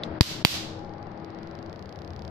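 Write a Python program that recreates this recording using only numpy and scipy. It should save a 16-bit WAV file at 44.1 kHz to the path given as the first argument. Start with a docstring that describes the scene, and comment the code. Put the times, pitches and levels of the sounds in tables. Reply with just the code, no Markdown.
"""An electric fly swatter, very close to the microphone in a small room, with an insect caught in its mesh.
Low hum and rumble run throughout. First a small snap; then two loud capacitor discharges overload the
recorder and ring in the room. The gain control ducks at each and lets the room's tail swell back.
From 0.8 s tiny sparks arc through the insect, ticking ever faster; a low drone grows near the end."""
import sys
import numpy as np
from scipy import signal
from scipy.fft import rfft, irfft, next_fast_len
from scipy.io import wavfile
from scipy.ndimage import uniform_filter1d, minimum_filter1d, map_coordinates

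SR = 44100
rng = np.random.default_rng(int(sys.argv[2]) if len(sys.argv) > 2 else 0)


def pcm_store(signal):
    """Save signal as 16-bit PCM."""
    levels = np.round(np.clip(np.atleast_2d(signal), -1, 1) * 32767)
    wavfile.write(sys.argv[1], SR, levels.astype(np.int16).T)


N = 101429
HISS_TOP_HZ, SCATTER_T60_S = 6300, 0.012
# small-spark spectrum: f/Hz, level/dB
SPARK_COLOUR = [(500, -36), (2000, -6), (3300, 1), (4900, 5), (6200, -6.5), (8800, -32.5), (12300, -16.5),
                (15500, -46)]


def amp(db):
    return 10 ** (np.asarray(db) / 20)


def unit(x):
    return x / np.sqrt(np.mean(x ** 2) + 1e-20)


def fade(t, t60):
    return np.exp(-np.log(1000) * t / t60)


def pan(right_db):
    return amp(np.array([[-right_db / 2], [right_db / 2]]))


def along(points, hz):
    """Interpolate (f/Hz, value) points over log f."""
    f, v = np.transpose(points)
    return np.interp(np.log(hz + 1), np.log(f + 1), v)


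def curve(rows):
    """Interpolate (t/s, value) points per sample."""
    return np.interp(np.arange(N) / SR, *np.transpose(rows))


def wobble(rate_hz):
    """Smooth curve through random knots."""
    knots = rng.standard_normal(int(N * rate_hz / SR) + 4)
    return map_coordinates(knots, [np.arange(N) * rate_hz / SR])


def filtered(x, response):
    """Apply the gain response(f/Hz)."""
    n = x.shape[-1]
    size = next_fast_len(n + SR // 4)
    return irfft(rfft(x, size) * response(np.fft.rfftfreq(size, 1 / SR)), size)[..., :n]


def impulse(colour, size=1024):
    """Minimum-phase click, peak 1."""
    cepstrum = irfft(np.log(amp(along(colour, np.fft.rfftfreq(size, 1 / SR)))))
    cepstrum[1:size // 2] *= 2
    cepstrum[size // 2 + 1:] = 0
    click = irfft(np.exp(rfft(cepstrum)))
    return click / abs(click).max()


def pitchless(x, bins):
    """Flatten a burst's chance spectral peaks so it has no pitch."""
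    spectrum = rfft(x)
    power = uniform_filter1d(abs(spectrum) ** 2, bins, axis=-1)
    return irfft(spectrum / np.sqrt(abs(power) + 1e-12), x.shape[-1])


def add(out, start_s, x):
    part = out[:, max(round(start_s * SR), 0):][:, :x.shape[-1]]
    part += x[..., :part.shape[1]]


def noise(colour, t):
    """Coloured stereo noise, rms 1."""
    return unit(filtered(rng.standard_normal((2, len(t))), lambda hz: amp(along(colour, hz))))


def ring(modes, t):
    """Damped modes, slightly different at each microphone port."""
    out = 0
    for k, (hz, db, t60) in enumerate(modes):
        gain = (-1) ** k * amp(db + rng.standard_normal((2, 1)))
        phase = rng.standard_normal((2, 1)) / 4
        out += gain * fade(t, t60) * np.sin(2 * np.pi * hz * t + phase)
    return out


def rumble():
    """Room noise, near mono in the bass; three bands drift in level."""
    # spectrum: f/Hz, level/dB
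    colour = [(15, -1), (25, -24), (54, -12), (67, -24), (86, 0), (118, 0.5), (188, 0.5), (293, -7.5),
              (324, -4.5), (394, -7), (805, -10.5), (911, -14), (2000, -21.5), (2690, -31), (4860, -39.5),
              (9000, -92), (11700, -80.5), (19800, -120)]
    # left-right likeness: f/Hz, correlation
    likeness = [(60, 0.83), (220, 0.98), (400, 0.96), (650, 0.44), (950, 0.086), (5000, 0.072)]
    # band gains: t/s, level/dB
    bass_db = [(0, 2), (.6, 1.5), (1.1, -1.5), (1.75, -3.5), (1.95, -6.5), (2.3, 0.5)]
    mids_db = [(0, 5), (.18, 4), (.3, -0.5), (.8, 1), (1.4, 0), (1.8, -1.5), (2.3, -1.5)]
    treble_db = [(0, 3.5), (.18, 3.5), (.4, 3), (.87, -4.5), (1.02, -2.5), (1.45, 0), (1.8, -3),
                 (2.3, -3.5)]

    def mid_side(hz):
        angle = np.arccos(np.clip(along(likeness, hz), -1, 1)) / 2
        return amp(along(colour, hz)) * [np.cos(angle), np.sin(angle)]

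    mid, side = filtered(rng.standard_normal((2, N)), mid_side)
    air = unit(np.array([mid + side, mid - side]))
    bass = filtered(air, lambda hz: 1 / (1 + (hz / 200) ** 4))
    treble = air - filtered(air, lambda hz: 1 / (1 + (hz / 1400) ** 6))
    bands = (bass, bass_db), (air - bass - treble, mids_db), (treble, treble_db)
    return amp(-40) * sum(band * amp(curve(levels)) for band, levels in bands)


def wavering_tone(hz, wander_hz=1.51, waver_db=2.34):
    """Sine, unsteady in pitch and level."""
    phase = 2 * np.pi * np.cumsum(hz + wander_hz * wobble(7.86)) / SR
    return np.sqrt(2) * np.sin(phase) * amp(waver_db * wobble(7.69))


def hum():
    """Main hum, a thinner whine above, two faint lines between."""
    # gliding tones: t/s, f/Hz, level/dB
    main_hum = [(0, 313.1, -44), (0.978, 322, -46.5), (1.1, 322.5, -50.5), (1.68, 331.6, -47.5),
                (1.82, 327, -62.5)]
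    whine = [(.3, 820, -67), (.75, 820, -52.5), (1.18, 818.3, -54.5), (1.35, 822, -64)]
    # faint lines: f/Hz, level/dB at start, at 0.67 s, at end
    faint_lines = [(552.5, -59.5, -65.5, -59.5), (604, -45.5, -73.5, -65)]
    out = np.zeros(N)
    for line in main_hum, whine:
        times_s, hz, db = np.transpose(line)
        out += wavering_tone(curve(np.c_[times_s, hz])) * amp(curve(np.c_[times_s, db]))
    for hz, *levels_db in faint_lines:
        out += wavering_tone(hz) * amp(curve(np.c_[[0, 0.67, N / SR], levels_db]))
    return out


def drone(centre_hz=85, width_hz=12):
    """Low narrow-band noise, growing near the end."""
    # envelope: t/s, level/dB
    swell = [(0, -48.5), (1.45, -52.5), (1.8, -46), (1.95, -47.5), (2.15, -40.5), (2.3, -45.5)]
    band = filtered(rng.standard_normal(N), lambda hz: 1 / (1 + ((hz - centre_hz) / width_hz) ** 2))
    return unit(band) * amp(curve(swell))


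def background():
    """Rumble, hum and drone, low-passed; bass leans left, hiss right."""
    # balance: f/Hz, left minus right/dB
    lean = [(60, 5.5), (150, 4.5), (350, 8), (800, 10.5), (1800, 4.5), (2800, -3.5), (4000, -10.5),
            (5500, -18.5), (8000, -11.5)]
    bed = rumble() + hum() + drone()
    return filtered(bed, lambda hz: amp(np.array([[.5], [-.5]]) * along(lean, hz))
                    / np.sqrt(1 + (hz / HISS_TOP_HZ) ** 10))


def room_tail(rise_s=0.00077):
    """Diffuse room response to a spark; bass and top die first."""
    # spectrum: f/Hz, level/dB
    colour = [(150, -13), (1200, -7), (2300, -4), (3900, 1.5), (5000, -0.5), (6500, -7.5), (9000, -18),
              (13500, -7.5), (15000, -30)]
    # room decay: f/Hz, t60/s
    decay = [(150, 0.32), (1000, 0.5), (3500, 0.56), (6000, 0.52), (13000, 0.31)]
    t = np.arange(SR) / SR
    hz, frames_s, spectra = signal.stft(noise(colour, t), SR, nperseg=256)
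    spectra *= fade(frames_s, along(decay, hz)[:, None])
    tail = signal.istft(spectra, SR, nperseg=256)[1][:, :SR]
    return tail * (1 - np.exp(-t / rise_s)) * pan(right_db=1)


def ticks(trim_db=-5, room_db=-44, bright_from_db=-39.5, lag_s=0.001186, rise_s=0.0002):
    """Tiny arcs through the insect, near the right port: a dry snap, then brief scatter in the mesh."""
    # sparks: t/s, level/dB
    sparks = [(0.7908, -41), (0.8465, -43), (0.8927, -46.5), (0.9363, -43.5), (0.9817, -46), (1.027, -42),
              (1.0682, -46), (1.1159, -46), (1.175, -45.5), (1.1993, -46.5), (1.2453, -38), (1.3024, -42.5),
              (1.347, -42.5), (1.3866, -42), (1.4306, -40), (1.472, -40.5), (1.5112, -41), (1.5517, -39.5),
              (1.5885, -40), (1.6266, -40.5), (1.6609, -40.5), (1.6954, -41.5), (1.7277, -38.5),
              (1.7594, -40.5), (1.7921, -39.5), (1.8246, -38.5), (1.8571, -39.5), (1.8914, -38.5),
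              (1.925, -38), (1.9583, -39), (1.9884, -38), (2.0179, -38.5), (2.0465, -39), (2.0759, -39),
              (2.104, -38.5), (2.133, -41), (2.162, -37.5), (2.1919, -38.5), (2.22, -37.5), (2.2494, -36.5),
              (2.2777, -37.5)]
    direct, room_send = np.zeros((2, N)), np.zeros((2, N))
    lead = SR // 500
    t = (np.arange(SR // 40) - lead) / SR
    build = np.exp(np.minimum(t, 0) / rise_s)
    after_s = np.maximum(t, 0)
    envelope = build * (amp(-19) * fade(after_s, t60=0.008) + amp(-34) * fade(after_s, SCATTER_T60_S))
    for start_s, db in sparks:
        top_db = min(db - bright_from_db, 0)  # weak sparks lose their top
        click = impulse([(hz, level + top_db * (hz > HISS_TOP_HZ)) for hz, level in SPARK_COLOUR])
        arc = envelope * rng.standard_normal((2, len(t)))
        arc[:, lead] = 1  # the snap
        spark = signal.fftconvolve(pitchless(arc, bins=25), click[None], axes=1)
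        add(direct, start_s + lag_s - lead / SR, amp(db + trim_db) * spark)
        add(room_send, start_s + lag_s, amp(db + trim_db + room_db) * arc / np.linalg.norm(arc[0]))
    reverb = signal.fftconvolve(room_send, room_tail(), axes=1)[:, :N]
    return (direct + reverb) * pan(right_db=24)


def snap(start_s=0.0348, db=-19, room_db=-24.5, rise_s=0.00035, cutoff_hz=5870):
    """Small, dull snap of the mesh before the discharges."""
    # mesh modes: f/Hz, level/dB, t60/s
    modes = [(2040, -3.5, 0.0053), (3520, -1, .012), (3960, -4.5, 0.016), (8450, -20, 0.0064)]
    out, t = np.zeros((2, N)), np.arange(SR) / SR
    crackle = amp(-8.5) * noise(SPARK_COLOUR, t) * fade(t, SCATTER_T60_S)
    add(out, start_s, amp(db) * (ring(modes, t) + crackle) * (1 - np.exp(-t / rise_s)))
    add(out, start_s, amp(db + room_db) * room_tail() * fade(t, 0.16))  # shortened tail
    return filtered(out, lambda hz: 1 / np.sqrt(1 + (hz / cutoff_hz) ** 6))


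def discharges(rise_s=0.00027, right_lag_s=0.00084, room_db=-28):
    """The capacitor dumps its charge: ringing burst, thump and knock at the microphone, echoes, tail."""
    # burst: t/s, level/dB, right minus left/dB;
    # thump: level/dB, f/Hz, right minus left/dB, swing t60/s, push t60/s
    cracks = [(.209, 5, 7.5, 13.5, 88.3, -5, 0.026, 0.0035), (0.4492, 9, 1, 8, 129, 9, .017, 0.0039)]
    # burst spectrum: f/Hz, level/dB
    colour = [(300, 5), (1400, 10.5), (2600, 24), (5000, 21), (6200, 3), (9000, -13.5), (13000, 8.5),
              (15500, -15)]
    # burst modes: f/Hz, level/dB, t60/s
    modes = [(1970, -5.5, 0.0078), (2510, 1, 0.0051), (3090, -0.5, 0.0038), (4700, -3, 0.0093),
             (13400, -21, .0036)]
    # casing knocked by the pressure pulse: f/Hz, level/dB re thump, t60/s
    casing = [(930, -22, 0.016)]
    # wall echoes: delay/s, level/dB
    walls = [(.006, -22), (.0102, -28), (.0214, -24)]
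    out, t = np.zeros((2, N)), np.arange(SR // 10) / SR
    port_s = np.maximum(t - np.array([[0], [right_lag_s]]), 0)  # time since arrival at each port
    for start_s, db, right_db, thump_db, thump_hz, thump_right_db, swing_t60, push_t60 in cracks:
        arc = ring(modes, t) + amp(3) * noise(colour, t) * fade(t, t60=0.0075)
        burst = amp(db) * pan(right_db) * arc
        add(out, start_s, burst * (1 - np.exp(-t / rise_s)))
        swing = np.cos(2 * np.pi * thump_hz * port_s + np.pi / 4) * fade(port_s, swing_t60)
        push = amp(2) * fade(port_s, push_t60)
        thump = (swing + push) * (1 - np.exp(-port_s / rise_s)) + ring(casing, t)
        add(out, start_s, -amp(thump_db) * pan(thump_right_db) * thump)
        for delay_s, wall_db in walls:
            add(out, start_s + delay_s, amp(wall_db) * burst)
        add(out, start_s, amp(db + room_db) * room_tail())
    return out


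def scene():
    return discharges() + snap() + ticks() + background()


def record(dry):
    """Look-ahead gain control with steady recovery, soft overload, recorder colour and band limit."""
    # recorder response: f/Hz, level/dB
    colour = [(100, -1), (6000, 0.5), (8500, 4), (13000, -1.5), (14300, 5), (15500, -15.5)]
    threshold_db, max_duck_db, recover_db_per_s, top_hz = -6.5, 12, 146, 15509
    ahead, hold = int(0.02 * SR), int(0.019 * SR)
    over_db = np.clip(20 * np.log10(abs(dry).max(0) + 1e-9) - threshold_db, 0, max_duck_db)
    held_db = -minimum_filter1d(-over_db, ahead + hold, origin=(hold - ahead) // 2)
    ramp_db = recover_db_per_s * np.arange(N) / SR
    duck_db = uniform_filter1d(np.maximum.accumulate(held_db + ramp_db) - ramp_db, size=128)
    ducked = dry * amp(-duck_db)
    clipped = ducked / (1 + ducked ** 4) ** (1 / 4)
    return filtered(clipped, lambda hz: amp(along(colour, hz)) / np.sqrt(1 + (hz / top_hz) ** 160))


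dry = scene()
out = record(dry)
pcm_store(out)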